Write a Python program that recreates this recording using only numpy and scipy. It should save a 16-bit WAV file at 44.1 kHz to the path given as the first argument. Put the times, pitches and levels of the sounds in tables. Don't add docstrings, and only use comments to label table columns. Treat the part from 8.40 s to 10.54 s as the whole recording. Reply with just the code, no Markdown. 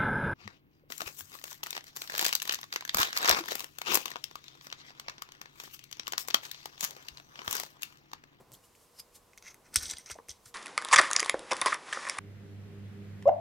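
import sys
import numpy as np
from scipy import signal
from scipy.fft import rfft, irfft
from scipy.io import wavfile
from scipy.ndimage import uniform_filter1d

SR = 44100
rng = np.random.default_rng(int(sys.argv[2]) if len(sys.argv) > 2 else 0)


def log_audio(samples):
    frames = np.atleast_2d(samples).T
    limited = np.clip(frames, -1, 1)
    pcm = np.round(limited * 32767).astype(np.int16)
    wavfile.write(sys.argv[1], SR, pcm)


def makeup_ratio(level_db):
    decades = np.asarray(level_db, float) / 20
    return 10 ** decades


N = 94418


def band(x, lo_hz, hi_hz):
    return signal.sosfilt(signal.butter(3, [lo_hz, hi_hz], "bandpass", fs=SR, output="sos"), x)


def ring(force, modes):
    def bank(v):
        total = 0
        for hz, db, t60 in modes:
            pole = np.exp((2j * np.pi * hz - np.log(1000) / abs(t60)) / SR)
            total = total + makeup_ratio(db) * signal.lfilter([1], [1, -pole], v).imag
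        return total
    return bank(force) / np.sqrt(np.sum(bank(signal.unit_impulse(2 ** 13)) ** 2))


def colour(points):
    hz, db = np.array(points, float).T
    f = np.maximum(np.arange(N // 2 + 1) * SR / N, 1)
    shape = makeup_ratio(np.interp(np.log(f), np.log(hz), db))
    noise = irfft(rfft(rng.standard_normal(N)) * shape, N)
    return noise / noise.std()


def swell(rows, column):
    t = np.arange(N) / SR
    total = np.zeros(N)
    for r in rows:
        rising = np.exp(np.clip((r[0] - t) / r[1], -50, 50))
        falling = np.exp(np.clip((t - r[0]) / r[2], -50, 50))
        total += 2 * makeup_ratio(r[column]) / (rising + falling)
    return total


def blows(rows, column, shapes):
    x = np.zeros(N + shapes.shape[1])
    for r, shape in zip(rows, shapes):
        i = max(int(r[0] * SR), 0)
        x[i:i + len(shape)] += makeup_ratio(r[column]) * shape
    return x[:N]


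def push(rows, seconds):
    seconds = np.abs(seconds) * np.ones((len(rows), 1))
    bell = np.exp(-.5 * ((np.arange(1024) / SR - 2 * seconds) / (seconds / 2)) ** 2)
    return blows(rows, column=1, shapes=bell / bell.sum(axis=1, keepdims=True))


def flicker(count, hop):
    steps = np.repeat(rng.standard_normal((count, N // hop + 1)), hop, axis=1)
    return uniform_filter1d(steps, hop)[:, :N]


def slips():
    slips_per_s, spread_db, burst_db = 9000, 1.8, 3
    u = rng.random((3, N))
    struck = u[0] < slips_per_s / SR
    x = struck * np.sign(u[1] - .5) * makeup_ratio(-spread_db * np.log(u[2] + 1e-9))
    x = x * makeup_ratio(burst_db * flicker(1, 64)[0])
    return x / x.std()


def ping_bursts(rows):
    t = (np.arange(4096) - 2048) / SR
    hz, cycles = np.array(rows)[:, 2:3], np.array(rows)[:, 3:]
    length = cycles * np.where(t < 0, 0.64, 1)
    bursts = np.sin(2 * np.pi * hz * t) * np.exp(-.5 * (t * hz / length) ** 2)
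    return np.roll(blows(rows, column=1, shapes=bursts), -2048)


# pitch_hz, level_db (per Hz)
HUM_SPECTRUM = [(15, -48), (25, 9), (277, 2.5), (439, 3.5), (936, 0.5), (1040, 3), (1480, -5.5),
                (9570, -15.5), (16000, -17.5)]
# pitch_hz, width_hz, level_db
DUCT_TONES = [(481.5, 6.7, -78.5), (1000, 103, -80)]


def hum():
    hum_db, side_db, hiss_side_db, right_db = -66.5, -7.5, 5, 0.7
    mid = makeup_ratio(hum_db) * colour(HUM_SPECTRUM)
    for hz, width_hz, db in DUCT_TONES:
        duct = signal.lfilter(*signal.iirpeak(hz, hz / width_hz, fs=SR), rng.standard_normal(N))
        mid = mid + makeup_ratio(db) * duct / duct.std()
    tilt_hz, tilt_db = [40, 150, 1500, 4000], [-14, 1.5, 1.5, hiss_side_db]
    tilted = [(hz, db + np.interp(np.log(hz), np.log(tilt_hz), tilt_db)) for hz, db in HUM_SPECTRUM]
    side = makeup_ratio(hum_db + side_db) * colour(tilted)
    return np.array([mid + side, (mid - side) * makeup_ratio(right_db)])


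# peak_s, rise_s, fall_s, level_db
HAND_BRUSHES = [
    (.002, 0.0023, 0.017, -57.5),
    (.12, 0.034, 0.032, -63.5),
    (1.13, 0.042, 0.069, -68.5),
    (1.42, 0.087, 0.13, -61),
]
# pitch_hz, level_db (per Hz)
BRUSH_SPECTRUM = [(70, -14), (130, -5), (320, -7), (900, -12.5), (2500, -32)]


def brushes():
    return colour(BRUSH_SPECTRUM) * swell(HAND_BRUSHES, column=3)


# peak_s, rise_s, fall_s, level_db
FINGER_RUBS = [
    (.118, .002, 3, -77.5),
    (.14, 0.0057, 0.011, -61),
    (.245, 0.0057, 0.013, -67.5),
    (.352, 0.00091, 0.0091, -69.5),
    (.43, 0.02, 0.018, -71),
    (.758, 0.0075, 0.0083, -54.5),
    (2.09, 0.022, 0.0087, -60.5),
    (.57, 0.015, 0.017, -70),
    (.601, 0.0055, 0.0025, -49),
]
# pitch_hz, level_db (per Hz)
SKIN_SPECTRUM = [(1200, -5), (3000, 3), (5000, 7.5), (8000, 9), (12000, 7), (16000, -1.5)]
# pitch_hz, level_db, t60_s
TOOL_MODES = [(4900, 0, .012), (5250, 1, .016), (8500, -5, .006), (11400, -2, .007)]


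def rubs():
    firm = ring(slips() * swell(FINGER_RUBS[-2:], column=3), TOOL_MODES)
    return colour(SKIN_SPECTRUM) * swell(FINGER_RUBS, column=3) + makeup_ratio(5) * firm


# peak_s, peak_db, pitch_hz, length_cycles
PICKUP_TICKS = [(.1189, -27, 9000, 0.21), (.1238, -52, 7000, 1.6), (.1273, -49, 5000, 1),
                (.128, -46, 8200, 3), (.133, -47, 7440, 2.5), (.1352, -42.5, 6500, 0.98),
                (.1387, -33, 13100, 1.2), (.139, -52, 4160, 2.3), (.143, -51, 3140, 3.2),
                (.1438, -44, 7500, 1.1), (.1482, -53, 3400, 4), (.1511, -45.5, 11900, 2.3),
                (.1515, -48.5, 4330, 1.8), (.125, -61, 125, 2.2), (.1755, -59, 4600, 2.7),
                (.24, -64, 2900, 9), (.3515, -50.5, 2480, 0.88), (.604, -40, 4930, 6.3)]


def pickup():
    return ping_bursts(PICKUP_TICKS)


# start_s, upper_db, lower_db, hollow_db
GRIP_SHIFTS = [(.98, -20, -7, -24), (1.08, -15, -8.5, -25), (1.34, 3.5, -17, -1), (1.36, 0.5, -12, -6.5),
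               (1.385, 1, 4, -2), (1.415, -2.5, -7, 4), (1.435, 1, -9.5, -4), (1.46, 0, -2, 0.5),
               (1.49, -2, -12, -21), (1.515, -2.5, 0.5, -13), (1.538, 4, 3, 0), (1.565, -3, 6, -15),
               (1.59, -2, -4.5, -5), (1.67, -8, -8.5, -12), (1.71, -3.5, -9.5, -2.5),
               (1.75, -3.5, -11, -30), (1.899, -7, -7, -19), (2.07, 6.5, 3.5, 8)]
# pitch_hz, level_db, t60_s
SHELL_MODES = [(5370, -5, 0.0061), (5800, -1.5, 0.012), (6160, 2, 0.0066)]
UPPER_MODES = [(7200, -5, .006), (8000, -3, .007), (8600, 0, .01), (9200, -4, .007)]
LOWER_MODES = [(3410, 1.5, 0.0049), (4020, -5, 0.0088), (4780, 0.5, 0.0052)]
# pitch_hz, level_db, t60_s
CAVITY_MODES = [(2130, 0, .014), (2500, -3, .01)]
HOLLOW_MODES = [(1530, -3, .02), (1800, 0, .022)]


def figure(shell, cavity, edge, bare_db):
    time_s, *levels_db = np.array(GRIP_SHIFTS).T
    upper, lower, hollow = (makeup_ratio(np.interp(np.arange(N) / SR, time_s, db)) for db in levels_db)
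    upper, lower = np.array([upper, lower]) * makeup_ratio(3.5 * flicker(2, 256))
    body = ring(shell, SHELL_MODES) + makeup_ratio(bare_db) * shell
    body = body + ring(shell * upper, UPPER_MODES) + ring(shell * lower, LOWER_MODES)
    inside = ring(cavity, CAVITY_MODES) + ring(cavity * hollow, HOLLOW_MODES)
    return band(body, 3440, 8410) + band(inside, 776, 2730) + band(edge, 8430, 14100)


def clicks(rows):
    crack_s, rattle_s, rattle_db = .0006, .004, -22
    t = np.arange(1024) / SR
    fade = t / crack_s * np.exp(-2 * t / crack_s) + makeup_ratio(rattle_db) * np.exp(-t / rattle_s)
    crack = rng.standard_normal((len(rows), 1024)) * fade
    crack[:, 2] += .45
    crack /= np.sqrt(np.sum(crack ** 2, axis=1, keepdims=True))
    shell, cavity, edge = (blows(rows, column=k, shapes=crack) for k in range(1, 4))
    return figure(2.18 * shell, makeup_ratio(7) * cavity, makeup_ratio(19.5) * edge, bare_db=-25)


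# start_s, peak_db, cavity_db, edge_db
TIP_TICKS = [
    (.933, -50, -45, -67),
    (.9762, -36, -38, -45.5),
    (.9812, -34.5, -58, -74),
    (.9832, -50, -53, -76),
    (1.0244, -35, -34, -54.5),
    (1.1432, -40.5, -42.5, -47.5),
]


def ticks():
    return clicks(TIP_TICKS)


# peak_s, rise_s, fall_s, shell_db, cavity_db
TOOL_SCRAPES = [(1.059, 0.012, 0.022, -56.5, -56), (1.085, 0.0087, 0.004, -53.5, -54.5),
                (1.11, 0.01, 0.0078, -59, -62.5), (1.265, 0.012, 0.013, -68.5, -65.5),
                (1.345, 0.007, 0.019, -54.5, -54.5), (1.375, 0.012, 0.019, -48, -87),
                (1.415, 0.0065, 0.0027, -46.5, -56), (1.435, 0.0065, 0.0054, -43.5, -49),
                (1.47, 0.024, 0.007, -49, -62), (1.515, 0.023, 0.0092, -43.5, -54),
                (1.538, 0.0024, 0.0011, -57.5, -47.5), (1.59, 0.023, 0.024, -56.5, -64),
                (1.661, 0.003, 0.049, -58.5, -62), (1.701, 0.0034, 0.014, -52, -56),
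                (1.716, 0.0046, 0.0048, -49, -58.5), (1.9, 0.006, 0.0073, -47, -63.5),
                (1.915, 0.0078, 0.038, -66.5, -77), (2.06, 0.0024, 0.0071, -61.5, -69)]


def scrapes():
    shell = slips() * swell(TOOL_SCRAPES, column=3)
    cavity = slips() * swell(TOOL_SCRAPES, column=4)
    return figure(shell, cavity, makeup_ratio(-9.0) * shell, bare_db=-43.0)


# start_s, peak_db, cavity_db, edge_db
JOINT_SNAPS = [(1.3418, -28, -64, -39), (1.343, -33, -66, -41), (1.3577, -58, -18.5, -30),
               (1.3586, -5, -20.5, -19), (1.3602, -11, -37, -68), (1.3643, -17, -29, -26),
               (1.366, -14, -33, -47), (1.3678, -16, -34, -41), (1.37, -34, -47, -44),
               (1.3755, -26, -54, -60), (1.4245, -44, -53, -41), (1.4312, -34.5, -69, -37),
               (1.456, -25, -62, -60), (1.4658, -40, -67, -58), (1.482, -30, -64, -70),
               (1.4985, -19, -38.5, -55), (1.5095, -26, -55, -55), (1.5115, -22.5, -43, -40),
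               (1.519, -36, -60, -61), (1.5698, -32.5, -50, -60), (1.5835, -34.5, -47, -46)]


def snaps():
    return clicks(JOINT_SNAPS)


# peak_s, peak_db, pitch_hz,
# length_cycles
PART_PINGS = [(1.3502, -35, 5000, 1.9), (1.3592, -16, 11100, 4.7), (1.3595, -37, 13500, 6),
              (1.3622, -26, 2040, 0.94), (1.4115, -39, 5700, 4), (1.4247, -33, 5550, 2.5),
              (1.4312, -36, 8500, 6.2), (1.4665, -34, 8040, 5.7), (1.4992, -29.5, 7600, 4),
              (1.5118, -25, 7520, 3.2), (1.361, -47, 323, 2.23), (1.5705, -35, 3570, 0.92),
              (1.5845, -36, 8660, 9.1), (1.588, -51, 2020, 8), (1.7003, -33, 2630, 1.1),
              (1.714, -47, 3490, 11), (1.7555, -43, 597, 0.41), (1.7603, -44, 657, 1.36),
              (1.766, -45, 670, 0.48), (1.7855, -44.5, 2580, 0.26), (1.7885, -41, 435, 0.56),
              (1.7895, -39.5, 1010, 1.3), (1.7885, -45, 1690, 1.4), (1.8, -45, 1000, 1.3),
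              (1.8015, -54.5, 473, 3.4), (2.07, -55.5, 106, 0.9), (1.912, -56, 2010, 7.4)]


def pings():
    return ping_bursts(PART_PINGS)


# start_s, level_db, contact_s
HAND_KNOCKS = [
    (1.359, -30.5, 0.0011),
    (1.52, -44, 0.00051),
    (1.699, -37.5, 0.00059),
    (1.704, -39.5, 0.00061),
    (1.888, -41, 0.00074),
]
# pitch_hz, level_db, t60_s
KNUCKLE_MODES = [(517, -20, 0.078), (660, -6, 0.04), (950, 9, 0.03), (1090, 17, 0.03), (1710, 24, 0.011)]


def knocks():
    force = push(HAND_KNOCKS, np.array(HAND_KNOCKS)[:, 2:])
    return makeup_ratio(25) * band(ring(force, KNUCKLE_MODES), 314, 3700)


# start_s, level_db
TABLE_JOLTS = [
    (1.364, -35),
    (1.42, -47),
    (1.46, -51.5),
    (1.53, -50),
    (1.712, -48),
    (1.895, -49.5),
]
# pitch_hz, level_db, t60_s
TABLE_MODES = [(74.6, 7, 0.15), (94, 8, 0.077), (166, 0, 0.11), (280, 3, 0.038)]


def jolts():
    force = push(TABLE_JOLTS, 0.0017)
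    return makeup_ratio(24.5) * band(ring(force, TABLE_MODES), 37.0, 380)


# start_s, peak_db, cavity_db, edge_db
TOOL_TWISTS = [(1.6605, -33, -55, -72), (1.6993, -49, -42, -70), (1.704, -39, -49, -52),
               (1.7092, -32, -39, -56), (1.7142, -26, -37, -45), (1.7425, -35, -74, -64),
               (1.8852, -40.5, -35.5, -43.5), (1.893, -25.5, -49, -65), (1.8946, -28, -43, -56),
               (1.906, -26.5, -53, -48), (1.9135, -29, -69, -64), (2.0595, -45, -69, -52)]


def twists():
    return clicks(TOOL_TWISTS)


def room(x, side_db, low=0):
    t60_s, gap_s, tail_db, low_side_db = 0.097, 0.0008, -11.5, 1
    t = np.arange(2 ** 13) / SR
    tails = rng.standard_normal((2, 2 ** 13)) * makeup_ratio(-60 * t / t60_s) * np.clip(t / gap_s, 0, 1)
    tails = tails / np.sqrt(np.sum(tails ** 2, axis=1, keepdims=True))
    mid = signal.fftconvolve(x, tails[0])[:N] * makeup_ratio(tail_db)
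    side = signal.fftconvolve(x + low, tails[1])[:N] * makeup_ratio(tail_db)
    spread = band(side, 5100, 16000) * makeup_ratio(side_db) + band(side, 170, 1600) * makeup_ratio(low_side_db)
    return mid + spread * np.array([[1], [-1]])


def scene():
    background = hum()
    low = brushes() + knocks() + jolts()
    hands = rubs() + pickup()
    toy = ticks() + scrapes() + snaps() + pings() + twists()
    echoes = room(toy, -5.5, low) + room(hands, 4.5)
    return toy + hands + echoes + low * makeup_ratio(np.array([[.7], [-.7]])) + background


def roll_off(x):
    return signal.sosfilt(signal.butter(12, 16630, fs=SR, output="sos"), x)


def record(dry):
    mix = signal.sosfilt(signal.butter(8, 15600, fs=SR, output="sos"), dry)
    return roll_off(mix)


dry = scene()
out = record(dry)
log_audio(out)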